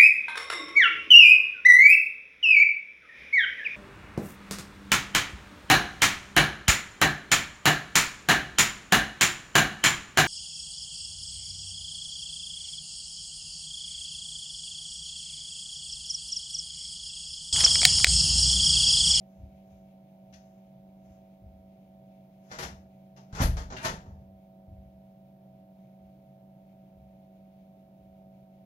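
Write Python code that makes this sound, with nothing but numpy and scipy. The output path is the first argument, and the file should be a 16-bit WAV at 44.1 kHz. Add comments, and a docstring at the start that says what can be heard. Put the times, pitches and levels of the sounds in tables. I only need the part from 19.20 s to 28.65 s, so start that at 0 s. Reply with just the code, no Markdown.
"""A small bar corner, heard at the two microphone ports of a phone on the counter beside a drinks fridge.
Throughout: motor drone and whine from tones on one shaft, fan air and coolant hiss from shaped noise.
From 0.15 s soft footfalls boom in the floor, and clothes brush in noise swells until about 3.4 s.
From 1.1 s a latch ticks in ringing modes; from 3.3 to 4.9 s a door knocks as rubbing, clicking bursts.
From 4.1 s jolts ring the counter modes; footfalls go on to 8.8 s."""
import sys
import numpy as np
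from scipy import signal
from scipy.fft import rfft, irfft
from scipy.io import wavfile
from scipy.ndimage import uniform_filter1d

SR = 44100
rng = np.random.default_rng(int(sys.argv[2]) if len(sys.argv) > 2 else 0)


def inscribe(sig):
    """Save sig as 16-bit PCM at rate SR to the path in sys.argv[1].

    A 1-D sig is mono; a 2-D sig holds one channel per row.
    Samples are clipped to [-1, 1] before scaling.
    """
    pcm = np.round(np.clip(np.atleast_2d(sig).T, -1, 1) * 32767)
    wavfile.write(sys.argv[1], SR, pcm.astype(np.int16))


N = 416744
T = np.arange(N) / SR
HZ = np.maximum(np.arange(N // 2 + 1) * SR / N, 1)

BLADE_HZ, SLOT_HZ, MAINS_HZ = 191.95, 652.7, 50
# motor drone: (multiple of the blade rate, level [dB])
DRONE_PARTIALS = [(1, -55.5), (2, -83), (3, -80), (4, -88), (5, -88.5)]
# rotor-slot whine and magnetic sidebands: (offset [twice the mains rate], level [dB])
WHINE_SIDEBANDS = [(-1, -70.5), (0, -65.5), (1, -70), (2, -91)]
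# mains buzz: (multiple of the mains rate, level [dB])
BUZZ_PARTIALS = [(4, -75.5), (6, -76.5)]
# fan air: (frequency [Hz], density [dB per Hz])
AIR_DENSITY = [(20, -110), (38, -93.5), (100, -89.5), (180, -85.5), (230, -91.5), (340, -94.5), (450, -103),
               (620, -94), (760, -99), (950, -104), (1130, -116), (1700, -123), (4000, -135)]
# cabinet resonances stirred by the air: (frequency [Hz], width [Hz], density [dB per Hz])
CABINET_MODES = [(64.5, 4.02, -85.5), (136, 4.7, -72), (373.3, 6.3, -91), (1262, 50, -114)]
# coolant hiss before its flow gain: (frequency [Hz], density [dB per Hz])
HISS_DENSITY = [(1500, -135), (2400, -114), (3400, -117), (5000, -125), (6800, -125), (7800, -138),
                (11000, -126), (15000, -135)]
# pipe resonances before the flow gain: (frequency [Hz], width [Hz], density [dB per Hz])
PIPE_MODES = [(2240, 190, -110), (6140, 213, -123)]
# coolant flow: (time [s], gain [dB])
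FLOW_GAIN = [(0, 3.5), (1.5, 1), (3.2, 3), (5, -1), (6, -2), (6.6, 1.5), (7.3, -0.5), (9.4, -0.5)]
# soft footfalls: (time [s], relative level [dB])
FOOTFALLS = [(0.152, -43), (0.491, -55.5), (1.06, -58), (1.85, -54.5), (2.205, -46.5), (3.405, -45),
             (4.842, -41.5), (4.939, -52), (5.46, -43), (6.781, -60), (7.728, -55), (8.78, -58)]
# floor boom: (frequency [Hz], relative gain [dB])
FLOOR_COLOUR = [(20, -28), (42, -9.5), (65, 5), (82, 1.5), (110, -3.5), (170, -15.5), (300, -23.5),
                (700, -73)]
STEP_T60_S = 0.6
# cloth swells: (time [s], level before cloth colour [dB per Hz], half length [s])
CLOTH_SWELLS = [(0.163, -119, .1), (0.538, -116, 0.09), (1.29, -116, 0.13), (1.92, -115, 0.098),
                (3.3, -108, 0.065)]
# cloth colour: (frequency [Hz], gain [dB])
CLOTH_COLOUR = [(500, -4), (1100, 6), (2500, 2), (4000, -6), (6300, 6), (7600, -3), (8500, -37), (11000, 0),
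                (15000, -18)]
# latch ticks: (time [s], relative bright ring [dB], relative dull ring [dB], chatter decay [s])
LATCH_TICKS = [(1.127, -50, -58, .003), (1.137, -43, -55, .003), (3.427, -29, -42.5, .01),
               (3.964, -50.5, -61, 0.0016), (3.974, -47, -60, .001), (4.566, -55, -33.5, .025)]
# modes of the latch metal: (frequency [Hz], width [Hz], gain [dB])
DULL_METAL_MODES = [(1950, 900, 0), (2674, 560, 1.5), (3770, 900, -8.5)]
BRIGHT_METAL_MODES = [(5400, 262, -2), (6060, 460, -0.5), (10800, 2700, -15.5)]
# door contacts: (time [s], relative level [dB], rub rise before [s], chatter decay after [s],
# hardness [steps]: 0 firm, below 0 soft)
DOOR_CONTACTS = [(3.315, -39.5, 0.01, 0.05, -0.15), (3.387, -33.5, .002, .024, 0.28),
                 (3.427, -35.5, .004, .012, .3), (3.969, -60.5, 0.00089, .008, -2.6),
                 (4.128, -49.5, 0.0017, 0.018, -0.13), (4.150, -39.5, .004, 0.032, 0),
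                 (4.205, -28, .02, .008, -0.7), (4.220, -29, 0.0073, .012, 1), (4.369, -39, .002, 0.026, 0),
                 (4.503, -45, .002, 0.011, -1), (4.522, -41, .004, .04, -1.1),
                 (4.651, -25.5, 0.015, 0.021, 0.1349), (4.86, -61.5, .02, 0.075, -2.5)]
# broad door colour: (frequency [Hz], gain [dB])
DOOR_COLOUR = [(60, -2), (150, 5.5), (330, -0.5), (650, 1), (1300, 4.5), (1950, 2.5), (2400, -2),
               (4000, -3), (6200, -1.5), (7300, -6.5), (8300, -18.5), (11000, -14.5), (13000, -20.5),
               (15500, -35)]
# panel modes once the door sits in its frame: (frequency [Hz], width [Hz], gain [dB])
FRAMED_DOOR_MODES = [(922, 40, 2.5), (1330, 37, -10.5), (1810, 62, 0), (1910, 99, -4.5)]
# effect of one step of hardness: (frequency [Hz], gain [dB])
HARDNESS_COLOUR = [(200, -4.5), (900, -3.5), (2500, 2.5), (7000, 0.5), (10000, 14.5)]
SHUT_S = 4.615
# jolts to the counter: (time [s], level [dB], contact time [s], first rebound against the jolt [dB])
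COUNTER_JOLTS = [(4.129, -36.5, 0.0044, -5), (4.202, -25, 0.0019, -19.5), (4.216, -19, 0.0034, 4),
                 (4.699, -37.5, 0.0022, -7)]
# counter modes: (frequency [Hz], gain [dB], t60 [s])
COUNTER_MODES = [(42.3, -6.5, 0.42), (65.2, -8.5, 0.52), (84.9, -6, 0.31), (104, -12.5, 0.25),
                 (114.9, -1.5, 0.39), (138.8, -8, 0.262), (164.6, -2, 0.48), (206, -9.5, .17),
                 (251, -12, 0.21)]
# rocking: first gap, growth ratio of the gaps, loss per rebound, contact time of a rebound
ROCK_GAP_S, ROCK_GROWTH, ROCK_LOSS_DB, ROCK_CONTACT_S = .0283, 1.62, 7.5, .0096
# reverberation: (frequency [Hz], t60 [s])
ROOM_T60 = [(150, 0.82), (700, 0.37), (2000, 0.32), (6000, 0.31), (12000, .27)]
# right port, facing away: (frequency [Hz], gain against the left port [dB])
RIGHT_SHADE = [(50, -1.5), (200, 0.74), (400, 0.5), (650, 4.5), (900, 4), (1500, -3), (2500, -11),
               (4200, -15), (6000, -28), (8300, -43), (10000, -26), (12000, -19.5), (15000, -5.5)]
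# lag of sound bending round the phone to the right port: (frequency [Hz], phase [rad])
RIGHT_LAG = [(100, 0.054), (200, 0.17), (400, 0.16), (650, 0.69), (900, 1.58), (1150, 3.25), (1500, 3.08),
             (2000, 4)]
# microphone hiss: (frequency [Hz], density [dB per Hz])
MIC_HISS = [(100, -110), (1400, -117), (2200, -119), (3700, -120), (5500, -125), (7300, -131), (8700, -132),
            (10200, -127), (11500, -120), (15500, -119)]
TOP_HZ = 15600


def undb(db):
    """Decibels to gain."""
    return 10 ** (np.asarray(db) / 20)


def contour(points, hz=HZ):
    """Join (frequency [Hz], value) points on a log-frequency axis."""
    at_hz, value = np.transpose(points)
    return np.interp(np.log(hz), np.log(at_hz), value)


def resonances(modes):
    """Summed response of (frequency [Hz], width [Hz], gain [dB]) resonances."""
    return sum(undb(db) / (1 + 1j * (HZ ** 2 - hz ** 2) / (HZ * width_hz)) for hz, width_hz, db in modes)


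def white():
    """Spectrum of white noise at 0 dB per Hz."""
    return rfft(rng.standard_normal(N)) * np.sqrt(SR / 2)


def diffuse(spacing_m=0.11):
    """Spectra of room noise at two close ports: alike in the bass, unrelated in the treble."""
    alike = np.sinc(2 * HZ * spacing_m / 343)  # 343 m/s: speed of sound
    left = white()
    right = alike * left + np.sqrt(1 - alike ** 2) * white()
    return np.array([left, right])


def walk(rate):
    """Smooth random wander with unit spread; a higher rate wanders faster."""
    x = irfft(white() * np.exp(-(HZ / (1 + rate)) ** 2), N)
    return (x - x.mean()) / x.std()


def even(x, span_hz=170):
    """Level a burst's spectrum by its local power, giving it about unit energy."""
    spectrum = rfft(x)
    size = 2 * int(span_hz * len(x) / SR / 2) + 1
    power = uniform_filter1d(abs(spectrum) ** 2, size)
    return irfft(spectrum / np.sqrt(power), len(x))


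def tint(x, gain):
    """Colour a short sound by a gain over frequency, without shifting it in time."""
    size = x.shape[-1]
    return irfft(rfft(x) * np.interp(np.fft.rfftfreq(size, 1 / SR), HZ, gain), size)


def add(out, s, x):
    """Mix a short sound in from time s."""
    i = int(s * SR)
    out[..., i:i + x.shape[-1]] += x


def echoes(count, direct_db=-15, early_db=-3, early_s=0.039):
    """Room echoes from several spots: direct click, early boost, tail dying sooner in the treble."""
    field, t = diffuse(spacing_m=0.067), T[:SR]
    bands = []
    for band in range(len(ROOM_T60)):
        share = contour([(hz, k == band) for k, (hz, _) in enumerate(ROOM_T60)])
        bands.append(irfft(field * share, N))
    for start in rng.integers(0, N - SR, count):
        tail = sum(noise[:, start:start + SR] * np.exp(-np.log(1000) * t / t60_s)
                   for noise, (_, t60_s) in zip(bands, ROOM_T60))
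        tail = tail * (1 + undb(early_db) * np.exp(-t / early_s))
        yield tail / np.sqrt(np.sum(tail[0] ** 2)) + undb(direct_db) * (t == 0)


def press(contact_s):
    """A smooth push of unit area; a longer one is duller."""
    push = np.sin(np.pi * np.minimum(T[:SR // 20] / contact_s, 1)) ** 2
    return push / push.sum()


def motor(wander=0.0011, waver_db=0.78):
    """Blade drone and slot whine share one shaft speed; mains sidebands make the whine throb."""
    turn = 2 * np.pi * np.cumsum(1 + wander * walk(0.35)) / SR
    mains = 2 * np.pi * MAINS_HZ * T
    drone = sum(undb(db) * np.cos(round(k) * BLADE_HZ * turn + rng.uniform(0, 2 * np.pi))
                for k, db in DRONE_PARTIALS)
    whine = sum(undb(db) * np.cos(SLOT_HZ * turn + 2 * round(k) * mains) for k, db in WHINE_SIDEBANDS)
    buzz = sum(undb(db) * np.cos(round(k) * mains) for k, db in BUZZ_PARTIALS)
    drone = drone * undb(waver_db * walk(2.8))
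    whine = whine * undb(waver_db * walk(3))
    return np.sqrt(2) * (drone + whine + buzz)  # levels are RMS


def fan(flutter_db=0.04):
    """Air rushes through the grille and stirs the cabinet panels."""
    colour = np.hypot(undb(contour(AIR_DENSITY)), abs(resonances(CABINET_MODES)))
    return irfft(diffuse() * colour, N) * undb(flutter_db * walk(2.5))


def coolant(sputter_db=2.0):
    """Coolant hisses unevenly through thin, resonant pipes."""
    colour = np.hypot(undb(contour(HISS_DENSITY)), abs(resonances(PIPE_MODES)))
    flow_db = np.interp(T, *np.transpose(FLOW_GAIN))
    return irfft(diffuse() * colour, N) * undb(flow_db + sputter_db * walk(6.7))


def footfalls(settle_s=0.037, gain_db=34):
    """Weight settles on the floor, which booms and dies away."""
    force = np.zeros(N + 2 * SR)  # padded: each burst starts half a second before its step
    t = np.maximum(np.arange(-SR // 2, SR // 2) / SR, 0)
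    load = (1 - np.exp(-(t / settle_s) ** 2)) * np.exp(-np.log(1000) * t / STEP_T60_S)
    for s, db in FOOTFALLS:
        add(force, s, undb(db) * even(rng.standard_normal(SR) * load, span_hz=27.1))
    boom = undb(contour(FLOOR_COLOUR))
    boom = boom / np.sqrt(np.mean(boom ** 2))
    return undb(gain_db) * irfft(rfft(force[SR // 2:SR // 2 + N]) * boom, N)


def clothes(crinkle_db=-1.0):
    """Cloth brushes on cloth in short, uneven swells."""
    swell = sum(undb(db) * np.exp(-((T - s) / half_s) ** 2) for s, db, half_s in CLOTH_SWELLS)
    cloth = irfft(diffuse() * undb(contour(CLOTH_COLOUR)), N)
    return cloth * swell * undb(crinkle_db * walk(30))


def ticks(gain_db=35, chatter_db=0, linger_db=-17, linger_s=.035):
    """Small metal latch parts touch, chatter for an instant and ring on in the room."""
    out, half = np.zeros((2, N)), SR // 6
    t = np.arange(-half, half) / SR
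    # small parts radiate little outside their modes
    radiated = undb(contour([(1100, -3), (1650, 0.5), (6700, -5.5), (8000, -13.5), (11000, -11.5), (15000, -16)]))
    dull = radiated * abs(resonances(DULL_METAL_MODES))
    bright = radiated * abs(resonances(BRIGHT_METAL_MODES))
    for (s, bright_db, dull_db, chatter_s), echo in zip(LATCH_TICKS, echoes(len(LATCH_TICKS))):
        decay = np.exp(-abs(t) / chatter_s) + undb(linger_db) * np.exp(-abs(t) / linger_s)
        chatter = rng.standard_normal(len(t)) * (t >= 0) * decay
        tap = even((t == 0) + undb(chatter_db) * chatter / np.linalg.norm(chatter), span_hz=400)
        ring = tint(tap, undb(bright_db) * bright + undb(dull_db) * dull)
        add(out, s + t[0], signal.fftconvolve(ring[None], echo))
    return undb(gain_db) * out


def door(gain_db=36, grit_db=6, click_db=-2):
    """Contacts rub in, click and chatter out; hardness tilts the colour; the framed panel rings too."""
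    out, half = np.zeros((2, N)), SR // 6
    t = np.arange(-half, half) / SR
    wood, hard_db = undb(contour(DOOR_COLOUR)), contour(HARDNESS_COLOUR)
    framed = abs(wood + resonances(FRAMED_DOOR_MODES))
    for (s, db, rub_s, chatter_s, hardness), echo in zip(DOOR_CONTACTS, echoes(len(DOOR_CONTACTS))):
        noise, grit = rng.standard_normal((2, len(t)))
        envelope = np.exp(-abs(t) / np.where(t < 0, rub_s, chatter_s))
        scrape = noise * undb(grit_db * grit) * envelope
        push = even(undb(click_db) * (t == 0) + scrape / np.linalg.norm(scrape))
        body = framed if s > SHUT_S else wood
        blow = tint(push, body * undb(db + hardness * hard_db))
        add(out, s + t[0], signal.fftconvolve(blow[None], echo))
    return undb(gain_db) * out


def counter(count=4):
    """Jolts push the counter top, which rocks in ever slower, weaker rebounds and rings in low modes."""
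    force, t = np.zeros(N), T[:SR]
    for s, db, contact_s, rebound_db in COUNTER_JOLTS:
        add(force, s, undb(db) * press(contact_s))
        for k in range(count):
            s = s + ROCK_GAP_S * ROCK_GROWTH ** k
            add(force, s, undb(db + rebound_db - k * ROCK_LOSS_DB) * press(ROCK_CONTACT_S))
    ring = sum(undb(db) * np.sin(2 * np.pi * hz * t) * np.exp(-np.log(1000) * t / t60_s)
               for hz, db, t60_s in COUNTER_MODES)
    return signal.fftconvolve(force, ring)[:N]


def scene():
    """Fridge, walker, latch, door and counter, summed for the two ports."""
    fridge = motor() + fan() + coolant()
    walker = footfalls() + clothes()
    return fridge + walker + ticks() + door() + counter()


def record(dry, low_hz=27):
    """The right port hears later, with weaker treble; both add hiss; rumble and top are cut."""
    fade = np.minimum(np.minimum(T, T[::-1]) / .005, 1)
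    left, right = rfft(dry * fade)
    right = right * undb(contour(RIGHT_SHADE)) * np.exp(-1j * contour(RIGHT_LAG))
    hiss = np.array([white(), white()]) * undb(contour(MIC_HISS))
    sound = irfft(np.array([left, right]) + hiss, N)
    sound = signal.sosfilt(signal.butter(2, low_hz, "highpass", fs=SR, output="sos"), sound)
    return signal.sosfilt(signal.ellip(10, .2, 70, TOP_HZ, fs=SR, output="sos"), sound)


dry = scene()
out = record(dry)
inscribe(out)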